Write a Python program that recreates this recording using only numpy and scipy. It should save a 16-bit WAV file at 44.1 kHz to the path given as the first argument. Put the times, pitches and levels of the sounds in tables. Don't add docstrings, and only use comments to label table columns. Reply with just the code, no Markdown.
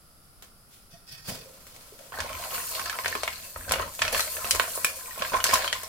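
import sys
import numpy as np
from scipy import signal
from scipy.fft import rfft, irfft, next_fast_len
from scipy.io import wavfile
from scipy.ndimage import uniform_filter1d, map_coordinates

SR = 44100
rng = np.random.default_rng(int(sys.argv[2]) if len(sys.argv) > 2 else 0)


def wav_out(sig):
    wavfile.write(sys.argv[1], SR, np.round(np.clip(np.atleast_2d(sig).T, -1, 1) * 32767).astype(np.int16))


N = 259308
TIME_S = np.arange(N) / SR
BINS_HZ = np.fft.rfftfreq(8192, 1 / SR)

# (frequency [Hz], relative density [dB])
FAN_SPECTRUM = [(30, -6), (110, -12.5), (175, -13.5), (320, -22.5), (680, -22.5), (950, -29), (1370, -19.5),
                (1610, -32), (2600, -33.5), (4200, -33), (5000, -25), (6200, -36.5), (9500, -29),
                (10800, -24.5), (13000, -33.5), (16000, -35.5)]
CLOTH_SPECTRUM = [(500, -17), (3000, -2), (9000, -5), (16000, -5)]
STEAM_SPECTRUM = [(150, -36), (250, -4), (414, -13), (528, -11.5), (1140, -9.5), (1700, -14), (4800, -13),
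                  (16000, -17)]
THUD_SPECTRUM = [(25, 2), (70, 2), (115, 9), (165, 4), (260, -5), (400, -12), (540, 5), (1500, -43)]
FIZZ_SPECTRUM = [(2500, -14), (6500, 2), (8700, 3), (11000, 2.2), (14500, 4), (16000, -8.5)]
SPLUTTER_SPECTRUM = [(700, -18), (2000, 2), (3500, 1), (4250, 6.5), (4800, 5.5), (5400, 2), (7000, -3.5),
                     (10000, -4), (16000, -36)]
GRIND_SPECTRUM = [(120, -25), (220, 0), (300, -7), (520, 1), (1200, 0.5), (2000, -6), (3200, -14.5),
                  (6000, -42), (15000, -34)]
RUMBLE_SPECTRUM = [(20, -8), (36, -0.5), (50, -1), (64, -1), (85, 8.5), (102, -9.5), (135, -21),
                   (155, -2.5), (185, -29), (230, -6), (500, -35.5)]
# (time [s], level [dB], t60 [s])
DROP_SPITS = [(0.4236, -47.5, 0.19), (1.668, -48.5, 0.2), (1.764, -46, 0.05), (1.811, -53, 0.08),
              (1.991, -49, 0.065), (4.487, -38, 0.013), (4.559, -23.5, 0.015)]
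# (time [s], length [s], level [dB])
CLOTH_STROKES = [(.685, 0.051, -53.5), (.76, .1, -64.5)]
# (time [s], length [s], level [dB])
RIM_STROKES = [(.9,0.021,-50), (1.062,0.054,-48), (1.1,0.033,-43), (1.16,0.074,-51), (1.245,0.043,-42.5),
               (1.28,0.079,-43)]
# (frequency [Hz], width [Hz], relative level [dB])
LID_MODES = [(1540, 40, 1), (1853, 35, 11.5), (2540, 56, 7.5), (3520, 300, 1.5), (4670, 150, 11.5),
             (5180, 170, 8.5), (5800, 160, 3), (7460, 17000, -7)]
# (time [s], level [dB], frequency [Hz], width [Hz], t60 [s])
SOFT_NUDGES = [(0.927,-46.5,147,105,0.13), (.925,-54.5,679,45,0.087), (1.112,-50,130,100,0.38),
               (1.278,-34,154,201,0.12), (1.92,-46,416,221,0.03), (1.991,-45.5,578,202,0.077),
               (3.151,-34,376,202,0.036), (3.434,-47,2660,299,0.12), (4.596,-42,226,131,0.062),
               (5.197,-42,234,160,0.077), (5.335,-40,360,199,.06)]
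# (time [s], steam [dB], air thud [dB])
PUFF_LEVELS = [(1.236, -57, -82), (1.268, -48, -74), (1.286, -32.5, -39), (1.32, -44, -39),
               (1.35, -42, -48), (1.41, -52.5, -55), (1.47, -58, -65), (1.7, -55, -69), (2.1, -53, -67)]
# (time [s], frequency [Hz], level [dB])
AIR_NOTE = [(1.282, 330, -65), (1.36, 437, -55), (1.48, 532, -54.5), (1.6, 535.7, -67), (2.1, 557, -62)]
# (time [s], relative level [dB])
SIZZLE_LEVELS = [(1.45, -61.5), (2.07, -63), (2.16, -51), (2.3, -50), (2.55, -37.5), (2.64, -38.5),
                 (2.74, -37.5), (2.84, -45.5), (3.35, -47.5), (3.76, -49.5), (4.0, -46), (4.11, -43),
                 (4.17, -33.5), (4.3, -39), (4.42, -37.5), (4.6, -39.5), (4.78, -39.5), (4.95, -43),
                 (5.16, -45), (5.46, -46), (5.88, -48.5)]
# (time [s], length [s], grinding [dB], rumble [dB], splutter [dB])
SPATULA_SHOVES = [(2.12,0.071,-35,-51,-51.5), (2.185,0.24,-34,-44,-44), (2.41,0.047,-35.5,-65,-44),
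                  (2.505,0.1,-32.5,-50,-42), (2.745,0.32,-32.5,-56,-40), (3.035,0.22,-41,-48.5,-39.5),
                  (3.28,0.18,-46,-54,-46.5), (3.555,0.12,-45,-45.5,-71), (3.676,0.033,-32,-38,-59),
                  (3.712,0.11,-33.5,-38.5,-46), (3.797,0.068,-38,-40.5,-52), (4.005,0.13,-31.5,-43,-41.5),
                  (4.125,0.031,-28.5,-42,-31.5), (4.44,0.057,-36.5,-47.5,-42), (4.53,0.048,-30.5,-41.5,-39),
                  (4.66,0.19,-53,-76,-62), (4.845,0.0046,-33,-57,-35), (4.95,0.15,-67,-63,-62),
                  (5.07,0.16,-44.5,-60,-67), (5.185,0.096,-37,-48,-41.5), (5.316,0.058,-31,-39,-41),
                  (5.445,0.12,-27.5,-48,-31.5), (5.52,0.15,-25.5,-48.5,-32.5), (5.73,0.17,-40.5,-56,-43.5)]
# (time [s], level [dB], ring [Hz], ring [dB], hollow body [dB], crisp edge [dB], snap [dB])
SHELL_BLOWS = [(2.1213,-42.5,1170,2,3,-18,-25), (2.172,-47,1360,-6,-8,-16,-33),
               (2.1875,-35,1210,-16,5.5,-9,-20), (2.2035,-26.5,1490,-18,-21,-3.5,-21),
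               (2.439,-32.5,1170,-16,-11,-25,-14), (2.5473,-32,1130,1,-16,-15,-14),
               (2.580,-41,1490,6,4,-16,-12), (2.752,-44,1570,-3,-13,-15,-20),
               (2.795,-29.5,1220,-2.5,-12,-7,-10), (2.859,-36,1720,2,-18,0,1),
               (2.897,-28,1684,-2,-13,-3,-21), (2.928,-32.5,1290,-5,-10,-28,-23),
               (2.988,-26.5,1076,-3,-5,-21,-25), (3.0462,-29,1690,-2,-8,-12,-18),
               (3.0587,-19,1840,-4.5,-9.5,-26,-15), (3.0796,-30.5,1720,-17,-5,0.5,-2),
               (3.127,-35,1790,7.5,-7,-31,-25), (3.1522,-30.5,1140,6.5,0,-13,-6),
               (3.22,-49,1100,-4,-10,-18,-22), (3.2335,-25.5,547,-20,2,-3,-30),
               (3.2775,-22.5,2155,-5,-10,-27,-11), (3.5607,-43.5,1275,10,7.5,-18,-22),
               (3.6933,-34,1700,-6,-5,3,-17), (3.7104,-24,1390,-12,0,-9,-17),
               (3.72,-22.5,1376,-2.5,-3.5,-3.5,3.5), (3.737,-20.5,2890,-8,-6,-29,-25),
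               (3.759,-30.5,1260,-3,-4,-18,-25), (3.786,-34,1450,-1,0,-22,-25),
               (3.7972,-30.5,1057,3,7.5,-27,-30), (3.82,-36,3010,-3,-3,-14,-25),
               (3.992,-29.5,1700,-15,-5.5,-8,-27), (4.0173,-32,1780,-6,-3,-8,-25),
               (4.0192,-15,1770,-11,-20,-10,-33), (4.051,-23.5,1760,-12,-11,-12,-24),
               (4.0795,-23.5,2580,-4.5,-26,-10,-31), (4.127,-38.5,2060,-3,-11,5,13),
               (4.147,-20.5,1160,-3.5,-21,-19,-14), (4.177,-33,2350,-4,-10,3,-12),
               (4.1949,-21,1270,-8,-14,-15,-13), (4.2058,-30.5,4070,6.5,-4,5.5,-2),
               (4.368,-34.5,1740,2,-4,-11,-5), (4.445,-33.5,2640,2,3.5,-14,-15),
               (4.5092,-25.5,2060,-4,-11,10.5,6.5), (4.549,-31.5,880,-3,4,2,2),
               (4.5974,-11,1800,-26,-11,-35,-14.5), (4.640,-36,1150,-3,2,-20,-18),
               (4.776,-42.5,1040,4,13.5,-30,-15), (4.8463,-19.5,2420,2,-27,-16,3.5),
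               (4.847,-31,1760,1.5,-6,-13,-13), (5.109,-42.5,1870,6,-12,-13,-18),
               (5.176,-46.5,1030,5,11,-20,-25), (5.213,-40,1450,4,-11,-18,-25),
               (5.221,-23,1170,0,-3,-15,-24), (5.2496,-27.5,1640,-5,-28,-24,-22),
               (5.3348,-31.5,1540,1,1,-30,-28), (5.3395,-31.5,956,11,9,-30,-28),
               (5.344,-27,1056,7,-0.5,-31,-30), (5.3685,-28,1030,-6,-10,-13,-18),
               (5.403,-27,2970,-3,-22,-12,-24), (5.441,-19.5,3000,-10,-13,3,0),
               (5.466,-28.5,2700,-2,-18,4.5,-22), (5.492,-31.5,1855,5,4,-18,-19),
               (5.5107,-25.5,2320,-1,-10,-6,-18), (5.537,-31,1430,-9,-15,6,11.5),
               (5.541,-25,3970,-1,-8,7,-5), (5.5566,-22,1750,-9,-9,-9,-8),
               (5.645,-23.5,1460,-18,-4,-14,-21), (5.6779,-24,3160,1,-21,-14,-29),
               (5.7277,-18.5,1720,-23,-13,-6,-25), (5.833,-39.5,1064,-2,-2,-10,7.5)]
# (frequency [Hz], width [Hz], lift [dB])
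PAN_MODES = [(368.6, 24, 8.5), (468.5, 22, 5.5), (625, 29, 4), (795, 170, -5.5), (1090, 77, 3.5),
             (1027, 25, 3.5), (1616, 185, 1), (5650, 490, 2.5)]
# (frequency [Hz], t60 [s])
ROOM_DECAY = [(150, 0.22), (550, 0.26), (4000, 0.21), (14000, 0.17)]
# (frequency [Hz], side gain [dB])
SIDE_GAIN = [(30, -4), (70, -29), (140, -10.5), (350, -9.5), (700, -6), (1400, -0.5), (16000, 0.5)]


def amp(db):
    return 10 ** (np.asarray(db) / 20)


def unit(x):
    return x / np.sqrt(np.mean(x ** 2) + 1e-20)


def unit_blow(x):
    return x / np.sqrt(uniform_filter1d((x ** 2).mean(0), size=176).max() + 1e-20)


def curve(points, hz=BINS_HZ):
    knots_hz, values = np.transpose(points)
    return np.interp(np.log(hz + 1), np.log(knots_hz + 1), values)


def envelope(rows, column=1):
    rows = np.array(rows)
    knots_s = np.r_[rows[0, 0] - .05, rows[:, 0], rows[-1, 0] + .1]
    return amp(np.interp(TIME_S, knots_s, np.r_[-100, rows[:, column], -100]))


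def strokes(rows, attack_s, sag_db_per_s, t60_s, column=2):
    power = np.zeros(N)
    for row in rows:
        age_s, length_s = np.maximum(TIME_S - row[0], 0), row[1]
        sag_db = sag_db_per_s * np.minimum(age_s, length_s)
        release_db = 60 * np.maximum(age_s - length_s, 0) / t60_s
        attack = np.minimum(age_s / attack_s, 1)
        power += (attack * amp(row[column] - np.minimum(sag_db + release_db, 200))) ** 2
    return np.sqrt(power)


def shoves(column, rest_db):
    pushes = strokes(SPATULA_SHOVES, attack_s=0.0031, sag_db_per_s=28.5, t60_s=0.22, column=column)
    return np.hypot(pushes, amp(rest_db) * envelope(SIZZLE_LEVELS))


def add(mix, start_s, sound):
    part = mix[:, round(start_s * SR):][:, :sound.shape[1]]
    part += sound[:, :part.shape[1]]


def colour(x, gain_db):
    log_gain = np.log(amp(np.maximum(gain_db, -100)))
    log_response = np.conj(signal.hilbert(np.r_[log_gain, log_gain[-2:0:-1]]))
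    taps = np.fft.ifft(np.exp(log_response)).real
    return signal.oaconvolve(x, taps[None, :len(BINS_HZ)], axes=1)[:, :x.shape[1]]


def band(x, low_hz, high_hz):
    return signal.sosfilt(signal.butter(2, [low_hz, high_hz], "band", fs=SR, output="sos"), x)


def resonance(hz, width_hz):
    return 1 / (1 + (2 * (BINS_HZ - hz) / width_hz) ** 2)


def noise(spectrum_db):
    return unit(colour(rng.standard_normal((2, N)), spectrum_db))


def flicker(depth_db, per_s):
    knots = rng.standard_normal(4096)
    return amp(depth_db * unit(np.interp(TIME_S * per_s, np.arange(len(knots)), knots)))


def shifting(x, depth_db, width_hz, hold_s):
    hz, t, spectra = signal.stft(x, SR, nperseg=512)
    field = rng.standard_normal((256, 512))
    grid = np.meshgrid(hz / width_hz, t / hold_s, indexing="ij")
    patches = map_coordinates(field, grid, order=1, mode="wrap")
    return unit(signal.istft(spectra * amp(depth_db * patches), SR, nperseg=512)[1][:, :N])


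def clicks(per_s, spread_db):
    size = amp(spread_db * np.minimum(rng.exponential(1, N), 4))
    return size * rng.choice([-1, 1], N) * (rng.random(N) < per_s / SR)


def ring(t, hz, t60_s):
    out = np.zeros((2, len(t)))
    for ratio, db in [(1, 8.5), (1.47, -3), (2.2, -3)]:
        if hz * ratio < SR / 2:
            cycles = hz * ratio * t + rng.uniform(-0.26, 0.41, (2, 1))
            out += amp(db - 60 * t * ratio / max(t60_s, .002)) * np.sin(2 * np.pi * cycles)
    return out


def grains(pitches_hz, per_s, ring_cycles, grit_db):
    out, t = np.zeros((2, N)), np.arange(SR // 20) / SR
    for hz in pitches_hz:
        tone = unit(ring(t, hz * rng.uniform(1.0, 1.03), ring_cycles / hz))
        scratch = unit(rng.standard_normal((2, len(t))) * amp(-60 * t / 0.00032))
        hits = clicks(per_s / len(pitches_hz), spread_db=4)
        out += signal.oaconvolve(hits[None], tone + amp(grit_db) * scratch, axes=1)[:, :N]
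    return out


def fan(level_db=-54):
    return amp(level_db) * noise(curve(FAN_SPECTRUM))


def spits(snap_db=7, snap_s=0.001):
    flash = np.zeros(N)
    for start_s, db, t60_s in DROP_SPITS:
        age_s = np.maximum(TIME_S - start_s, 0)
        snap = amp(snap_db) * np.exp(-age_s / snap_s)
        flash += amp(db - 60 * age_s / t60_s) * (1 + snap) * (TIME_S > start_s)
    steam = band(noise(-2 * np.log2(1 + BINS_HZ / 1000)), 220, 21000)
    return flash * unit(steam * flicker(depth_db=2, per_s=320))


def cloth():
    rustle = noise(curve(CLOTH_SPECTRUM)) * flicker(depth_db=2, per_s=200)
    return rustle * strokes(CLOTH_STROKES, attack_s=0.044, sag_db_per_s=30, t60_s=0.44)


def lid_scrape():
    power = sum(amp(db) ** 2 * resonance(hz, width_hz) for hz, width_hz, db in LID_MODES)
    catches = np.array([clicks(per_s=2500, spread_db=db) for db in (2.1, 3.1)])
    rim = shifting(colour(catches, 10 * np.log10(power)), depth_db=4, width_hz=300, hold_s=.025)
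    rim = unit(rim * flicker(depth_db=2.2, per_s=140))
    return rim * strokes(RIM_STROKES, attack_s=0.025, sag_db_per_s=49, t60_s=0.35)


def nudges():
    out, t = np.zeros((2, N)), np.arange(SR // 3) / SR
    for start_s, db, hz, width_hz, t60_s in SOFT_NUDGES:
        touch = rng.standard_normal((2, len(t))) * amp(-60 * t / t60_s)
        bump = colour(touch, 40 * np.log10(resonance(hz, width_hz)))
        add(out, start_s, amp(db) * unit_blow(bump))
    return out


def steam_puff():
    rush = noise(curve(STEAM_SPECTRUM)) * envelope(PUFF_LEVELS) * flicker(depth_db=2.3, per_s=120)
    thud = noise(curve(THUD_SPECTRUM)) * envelope(PUFF_LEVELS, column=2)
    return rush + thud


def air_note(width_hz=140):
    knots_s, hz, _ = np.transpose(AIR_NOTE)
    cycles = np.cumsum(np.interp(TIME_S, knots_s, hz)) / SR
    breath = noise(20 * np.log10(resonance(0, width_hz)))
    return unit(breath * np.sin(2 * np.pi * cycles)) * envelope(AIR_NOTE, column=2)


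def bubbles(spectrum, pitches_hz, per_s, mist_db):
    pops = grains(pitches_hz, per_s, ring_cycles=20, grit_db=-1)
    flurries = flicker(depth_db=1.4, per_s=38)
    foam = unit(colour(pops, curve(spectrum))) + amp(mist_db) * noise(curve(spectrum))
    return shifting(foam * flurries, depth_db=3, width_hz=400, hold_s=.05)


def sizzle(fizz_left_db=2.5, fizz_right_db=1.5, splutter_db=-1, surge_db=-8):
    bared = shoves(column=4, rest_db=-6.5)
    fizz = bubbles(FIZZ_SPECTRUM, np.linspace(7000, 15500, 32), per_s=1700, mist_db=0)
    splutter = bubbles(SPLUTTER_SPECTRUM, np.linspace(2000, 7500, 32), per_s=1100, mist_db=-3)
    fizz *= np.hypot(envelope(SIZZLE_LEVELS), amp(surge_db) * bared)
    return amp([[fizz_left_db], [fizz_right_db]]) * fizz + amp(splutter_db) * splutter * bared


def grinding(gain_db=-4, scrape_db=-11, crunch_db=-3):
    slips = grains(np.geomspace(480, 4200, 48), per_s=650, ring_cycles=41.5, grit_db=-5)
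    slips = unit(colour(slips, curve(GRIND_SPECTRUM) + 10 * np.log10(1 + BINS_HZ / 1000)))
    scrape = amp(scrape_db) * noise(curve(GRIND_SPECTRUM))
    crunch = unit(grains(np.geomspace(700, 3000, 24), per_s=130, ring_cycles=18, grit_db=-9))
    heap = shifting(slips + scrape + amp(crunch_db) * crunch, depth_db=3, width_hz=260, hold_s=.045)
    clumps = unit(heap * flicker(depth_db=1.5, per_s=60))
    return amp(gain_db) * clumps * shoves(column=2, rest_db=-2.5)


def pan_rumble(gain_db=3):
    return amp(gain_db) * noise(curve(RUMBLE_SPECTRUM)) * shoves(column=3, rest_db=-19)


def clacks(rattle_db=-22, rattle_t60_s=0.034, ring_t60_s=0.031, contact_db=10.5, knock_db=-2):
    out, t = np.zeros((2, N)), np.arange(SR // 6) / SR
    for start_s, db, ring_hz, ring_db, body_db, edge_db, snap_db in SHELL_BLOWS:
        crack_t60_s = 0.026 * amp(0.047 * edge_db)
        decay = amp(-60 * t / crack_t60_s) + amp(rattle_db - 60 * t / rattle_t60_s)
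        crack = rng.standard_normal((2, len(t))) * decay
        crack[0, 4 + rng.integers(0, 5)] += amp(contact_db)
        crack[1, 4] += amp(contact_db)
        crack[:, :20] += amp(-1) * np.hanning(20)
        knock = amp(knock_db) * unit_blow(band(crack, 1250, 3260))
        shell = amp(ring_db) * unit_blow(ring(t, ring_hz, ring_t60_s))
        body = amp(body_db) * unit_blow(band(crack, 487, 945))
        edge = amp(edge_db) * unit_blow(band(crack, 3400, 9650))
        snap = amp(snap_db) * unit_blow(band(crack, 6700, 13800))
        add(out, start_s, amp(db) * (knock + shell - body - edge + snap))
    return out


def kitchen(x, gain_db=-3.5, gap_s=0.00052):
    taps = rng.standard_normal((2, SR // 2)) * (rng.random((2, SR // 2)) < .08)
    hz, t, spectra = signal.stft(taps, SR, nperseg=256)
    decay = amp(-60 * t / curve(ROOM_DECAY, hz)[:, None])
    tail = signal.istft(spectra * decay, SR, nperseg=256)[1]
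    tail *= np.clip(np.arange(tail.shape[1]) / SR / gap_s - 1, 0, 1)
    return amp(gain_db) * signal.fftconvolve(x, tail / np.linalg.norm(tail[0]), axes=1)[:, :N]


def scene():
    pan_db = sum(db * resonance(hz, width_hz) for hz, width_hz, db in PAN_MODES)
    shells = colour(clacks() + grinding(), pan_db)
    near = shells + sizzle() + spits() + nudges() + cloth() + lid_scrape() + steam_puff() + air_note()
    return near + kitchen(near) + pan_rumble() + fan()


def record(dry):
    mid, side = (dry[0] + dry[1]) / 2, (dry[0] - dry[1]) / 2
    size = next_fast_len(N)
    side_gain = amp(curve(SIDE_GAIN, np.fft.rfftfreq(size, 1 / SR)))
    side = irfft(rfft(side, size) * side_gain, size)[:N]
    clipped = np.clip([mid + side, mid - side], -1, 1)
    low_pass = signal.firwin(511, 16100, window=("kaiser", 9), fs=SR)
    return signal.oaconvolve(clipped, low_pass[None], "same")


dry = scene()
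out = record(dry)
wav_out(out)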